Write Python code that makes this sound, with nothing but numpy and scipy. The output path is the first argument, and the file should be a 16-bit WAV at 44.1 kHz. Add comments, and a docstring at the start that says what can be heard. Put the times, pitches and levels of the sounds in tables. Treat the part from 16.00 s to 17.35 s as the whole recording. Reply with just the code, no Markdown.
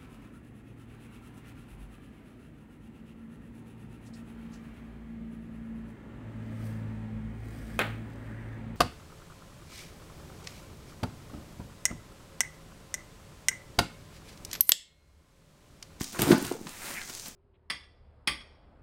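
"""A knife slits the tape on a cardboard box in a furnished living room, a metre from the microphone.
It opens on a bump; a hand slides over the card, and tape and card tick from here to the end.
From 0.13 s the blade rasps and sets the hollow box droning. Just after 0.3 s it breaks through the
end of the seam with two thumps, then dies away. From 0.6 s the freed flap scrapes past its
neighbour, chirping once as an edge catches."""
import sys
import numpy as np
from scipy import signal
from scipy.fft import rfft, irfft
from scipy.io import wavfile

SR = 44100
rng = np.random.default_rng(int(sys.argv[2]) if len(sys.argv) > 2 else 0)


def digitize_waveform(pressure):
    """Quantize a signal to 16-bit integers and store it at the path in sys.argv[1].

    Rows of a 2-D input are taken as channels; values are limited to [-1, 1].
    """
    field = np.atleast_2d(pressure).T
    bounded = np.clip(field, -1, 1)
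    quanta = np.round(bounded * 32767).astype(np.int16)
    wavfile.write(sys.argv[1], SR, quanta)


N = 59535


def from_db(db):
    """Decibels to gain."""
    return 10 ** (np.asarray(db) / 20)


def unit_rms(x):
    """Scale to unit power."""
    return x / np.sqrt(np.mean(x ** 2) + 1e-20)


def fader(rows, column=1):
    """Gain riding a dB curve, silent outside it."""
    rows = np.array(rows)
    return from_db(np.interp(np.arange(N) / SR, rows[:, 0], rows[:, column], left=-150, right=-150))


def eq(x, points):
    """Shape a steady texture with an EQ curve, at unit power."""
    hz, db = np.transpose(points)
    bins_hz = np.maximum(np.arange(N + 1) * SR / (2 * N), 1)
    gain = from_db(np.interp(np.log(bins_hz), np.log(hz), db))
    return unit_rms(irfft(rfft(x, 2 * N) * gain)[:N])


def band(x, hz, spread=1.66):
    """Band-pass from hz / spread to hz * spread."""
    edges = [hz / spread, min(hz * spread, .45 * SR)]
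    return signal.sosfilt(signal.butter(2, edges, "band", fs=SR, output="sos"), x + 1e-18)


def low_cut(x, hz):
    """Roll off the lows below hz."""
    return signal.sosfilt(signal.butter(2, hz, "high", fs=SR, output="sos"), x)


def add(out, start_s, x):
    """Mix x in at start_s."""
    i = int(np.clip(start_s * SR, 0, N - 1))
    out[i:i + len(x)] += x[:N - i]


def friction(slips_per_s, scatter_db, rub):
    """Fibres let go at random with uneven strengths, over a smooth rub."""
    strengths = from_db(scatter_db * np.minimum(rng.exponential(1, N), 3.5)) * rng.choice([-1, 1], N)
    grains = strengths * (rng.random(N) < slips_per_s / SR)
    return unit_rms(unit_rms(grains) + rub * rng.standard_normal(N))


def ring(x, modes):
    """A body rings on in decaying modes after whatever shakes it."""
    out = np.zeros(N)
    for hz, db, t60 in modes:
        decay = from_db(-60 / (t60 * SR))
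        feedback = decay * np.cos(2 * np.pi * hz / SR)
        out += from_db(db) * signal.lfilter([1, -feedback], [1, -2 * feedback, decay ** 2], x + 1e-18)
    return out


# EQ of the background bed: f/Hz, level/dB
ROOM_TONE_EQ = [(20, -6.5), (45, -18.5), (100, -13.5), (300, -22.5), (1000, -30), (4000, -44), (15000, -48)]

def room_tone():
    """A faint, steady bed of noise, mostly rumble."""
    return from_db(-55) * eq(rng.standard_normal(N), ROOM_TONE_EQ)


def room_reverb(x, t60_s=0.32, predelay_s=0.0044, damping_hz=6030, wet_db=-12.5):
    """A short, slightly dull wash of reflections above the low modes."""
    t = np.arange(SR // 2) / SR
    wash = low_cut(rng.standard_normal(len(t)), hz=574)
    dull = signal.lfilter(*signal.butter(1, damping_hz, fs=SR), wash)
    tail = dull * from_db(-60 * t / t60_s) * (t > predelay_s)
    return from_db(wet_db) * signal.fftconvolve(x, tail / np.linalg.norm(tail))[:N]


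# Resonances of the box and the room corner: f/Hz, relative level/dB, t60/s
BOX_MODES = [(160, -7, .22), (215, 0, .3), (269, 1, .34), (361, 0, .33), (432, -9, .2), (515, -6, .28),
             (719, -8, .22), (761, -7, .22), (864, -4, .25), (987, -7, .25), (1119, -7, .22),
             (1237, -7, .25), (1482, 0, .3)]

def box_ring(contacts):
    """The hollow box and the corner of the room ring after each contact."""
    return from_db(-59) * ring(contacts, BOX_MODES)


# Fader ride of the sliding hand: t/s, level/dB
HAND_RIDE = [(0, -43.5), (.05, -44), (.11, -48), (.17, -49.5), (.4, -47), (.6, -56), (.96, -50.5),
             (1.07, -45), (1.145, -44), (1.21, -45), (1.265, -43.5), (1.31, -51), (1.35, -56)]
# Its airy EQ: f/Hz, level/dB
HAND_EQ = [(400, -2.5), (1500, -5), (3000, -2), (4600, 0.5), (6300, 4.5), (9000, -1), (10700, -8.5),
           (15500, -8)]

def hand():
    """Skin hisses over the card."""
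    return fader(HAND_RIDE) * eq(friction(slips_per_s=1200, scatter_db=5, rub=1.03), HAND_EQ)


# Fader ride of the freed flap: t/s, level/dB
FLAP_RIDE = [(.60, -62), (.66, -57.5), (.69, -48.5), (.77, -48), (.815, -44), (.865, -39), (.925, -40),
             (.99, -47), (1.06, -65), (1.10, -41), (1.14, -90), (1.23, -76), (1.265, -46), (1.33, -66)]
# Its broad, papery EQ: f/Hz, level/dB
FLAP_EQ = [(60, -16), (200, 4.5), (350, 1.5), (500, -2), (750, 1.5), (1100, 1.5), (2000, 3.5), (3300, -2.5),
           (6000, -5), (9000, -1), (10700, -6), (15500, -8)]

def flap():
    """The flap rubs along its neighbour: a dry, grainy scrape of card on card."""
    return fader(FLAP_RIDE) * eq(friction(slips_per_s=1600, scatter_db=2, rub=0.84), FLAP_EQ)


# Cues for catching card edges: start t/s, length/s, level/dB, start f/Hz, end f/Hz, bandwidth/Hz
CHIRP_CUES = [(0.05, .1, -60, 5000, 5000, 890), (0.143, 0.044, -41.5, 1140, 1430, 1210),
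              (.31, 0.087, -42, 4700, 4900, 700), (.948, 0.095, -40.5, 2250, 1660, 650)]

def chirps(attack_share=0.1):
    """A catching edge slips in quick jerks through a gliding resonance."""
    out = np.zeros(N)
    for start_s, length_s, db, start_hz, end_hz, width_hz in CHIRP_CUES:
        n = int(length_s * SR)
        glide = np.exp(2j * np.pi * np.cumsum(np.linspace(start_hz, end_hz, n)) / SR)
        slips = friction(slips_per_s=420, scatter_db=4, rub=0.54)[:n]
        # shift down, low-pass, shift back: a band-pass that follows the glide
        squeak = (glide * signal.lfilter(*signal.butter(2, width_hz / 2, fs=SR), slips / glide)).real
        swell = np.interp(np.linspace(0, 1, n), [0, attack_share, 1], [0, 1, 0])
        add(out, start_s, from_db(db) * unit_rms(squeak) * np.sqrt(swell))
    return out


# Cues for snapping tape and card: t/s, peak level/dB, centre f/Hz
TICK_CUES = [(.0094, -25.5, 1080), (.0099, -22, 9760), (0.016, -19.5, 4630), (.0343, -24, 11600),
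             (.0432, -20.5, 6000), (0.123, -31.5, 5300), (0.1286, -30.5, 11500), (.1914, -19.5, 10600),
             (0.1923, -23.5, 1900), (0.199, -22, 4050), (.2196, -4.5, 11400), (0.2194, -14, 2670),
             (0.3808, -20, 10900), (0.415, -32, 7500), (0.4259, -22, 10000), (.4503, -24.5, 3720),
             (0.452, -22, 9000), (0.4674, -22, 6340), (.5142, -29, 594), (0.5233, -26, 5600),
             (.6151, -40, 6900), (0.6697, -27, 1540), (0.6707, -26.5, 3700), (0.6931, -28.5, 5900),
             (.8573, -28.5, 6430), (1.0162, -27.5, 2370), (1.098, -25, 4430), (1.0985, -44, 1000),
             (1.1504, -23.5, 5660), (1.1974, -26, 5600), (1.26, -29, 4020), (1.283, -22, 10100)]

def ticks(crumble_s=0.0034, crumble_db=-20):
    """A sharp snap, then a few milliseconds of crumbling fibres."""
    out = np.zeros(N)
    t = np.arange(SR // 20) / SR
    snap = signal.unit_impulse(len(t))
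    for start_s, db, hz in TICK_CUES:
        crumble = from_db(crumble_db) * np.exp(-t / crumble_s) * rng.standard_normal(len(t))
        snap_peak = np.abs(band(snap, hz)).max()
        add(out, start_s, from_db(db) * band(snap + crumble, hz) / snap_peak)
    return out


# Bright resonances of the knife: f/Hz, relative level/dB, t60/s
KNIFE_MODES = [(4860, -7, 0.021), (9150, 1.5, 0.011)]

def knife_ring(snaps):
    """The knife rings briefly with each snap."""
    return from_db(-29.5) * ring(snaps, KNIFE_MODES)


# Cues for blows on the box wall: peak t/s, level/dB, panel f/Hz, length/cycles
KNOCK_CUES = [(0.0127, -20, 180, 0.96), (0.1937, -28, 181, 1.4), (0.223, -28, 242, 0.83),
              (0.2954, -24, 320, 4), (0.3094, -6.5, 335, 3.63), (0.3182, -22, 257, 1.65),
              (0.3239, -15.5, 285, 3.6), (0.3294, -6, 263, 2.2), (0.3389, -22, 333, 4.6),
              (.351, -18, 234, 2.6), (0.3814, -24, 238, 2.5), (0.4278, -26, 315, 4.5),
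              (.449, -28.5, 210, 1.7), (0.5164, -20, 382, 3.7), (0.5559, -34.5, 454, 7.9),
              (0.6139, -31.5, 273, 1.6), (0.6677, -37, 190, 4.2), (1.104, -49, 290, 2.8),
              (1.285, -43, 216, 2.8)]

def knocks():
    """Each blow flexes a panel for a few cycles; the two loudest are the breakthrough thumps."""
    out = np.zeros(N)
    for peak_s, db, hz, cycles in KNOCK_CUES:
        half_s = cycles / hz / 2
        t = np.arange(-half_s, half_s, 1 / SR)
        flex = -np.hanning(len(t)) * np.cos(2 * np.pi * hz * t)
        add(out, peak_s - half_s, from_db(db) * flex)
    return out


# Fader ride of the rip: t/s, level/dB
TEAR_RIDE = [(.275, -56), (.309, -48), (.315, -25), (.322, -21.5), (.329, -30.5), (.336, -39), (.42, -45)]
# Its mid-forward EQ: f/Hz, level/dB
TEAR_EQ = [(150, -16), (450, -3.5), (850, 1), (1200, -1), (1500, 0.5), (2400, -6.5), (4000, -11.5),
           (4800, -12), (6500, -14.5), (15000, -36)]

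def tear():
    """The last fibres of the seam give way in one short rip."""
    return fader(TEAR_RIDE) * eq(friction(slips_per_s=2300, scatter_db=0, rub=1.0), TEAR_EQ)


# Fader rides of the blade in the seam: t/s, rasp level/dB, drone level/dB
BLADE_RIDE = [(.13, -43.5, -54), (.183, -47, -48), (.193, -32.5, -30.5), (.225, -31, -29.5),
              (.265, -35.5, -29.5), (.31, -29.5, -22.5), (.335, -38.5, -23), (.365, -52, -45),
              (.41, -44, -48), (.448, -39, -41), (.50, -42, -53), (.535, -48, -43), (.58, -66, -53.5),
              (.68, -82, -51), (.74, -77, -76)]
# EQ of the gritty tape rasp: f/Hz, level/dB
RASP_EQ = [(200, 5.5), (600, -7), (1400, -2), (2800, -5.5), (5000, -9), (8000, -9.5), (9100, -3),
           (10200, -14.5), (13300, -11.5), (16000, -16)]
# EQ of the hollow box drone: f/Hz, level/dB
DRONE_EQ = [(35, -53), (70, -13.5), (110, -4), (190, -5), (350, -1.5), (530, -12.5), (850, -13.5),
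            (1500, -22), (3000, -36)]

def blade():
    """The edge rasps through the tape and shakes the box wall into a drone."""
    rasp = eq(friction(slips_per_s=4400, scatter_db=7.5, rub=0.99), RASP_EQ)
    drone = eq(friction(slips_per_s=580, scatter_db=3, rub=0.59), DRONE_EQ)
    return fader(BLADE_RIDE) * rasp + fader(BLADE_RIDE, column=2) * drone


def scene():
    """All contacts sound directly, through the box and in the room, over the room tone."""
    bed = room_tone()
    snaps = ticks()
    contacts = blade() + tear() + snaps + knife_ring(snaps) + flap() + hand() + chirps() + knocks()
    contacts = low_cut(contacts, hz=49)  # a low cut, like a microphone's, takes off the deepest rumble
    return (bed + contacts + box_ring(contacts) + room_reverb(contacts))[None]


def record(dry, cutoff_hz=15800):
    """A steep high cut takes off the very top."""
    return signal.sosfilt(signal.ellip(12, .1, 80, cutoff_hz, fs=SR, output="sos"), dry)


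dry = scene()
out = record(dry)
digitize_waveform(out)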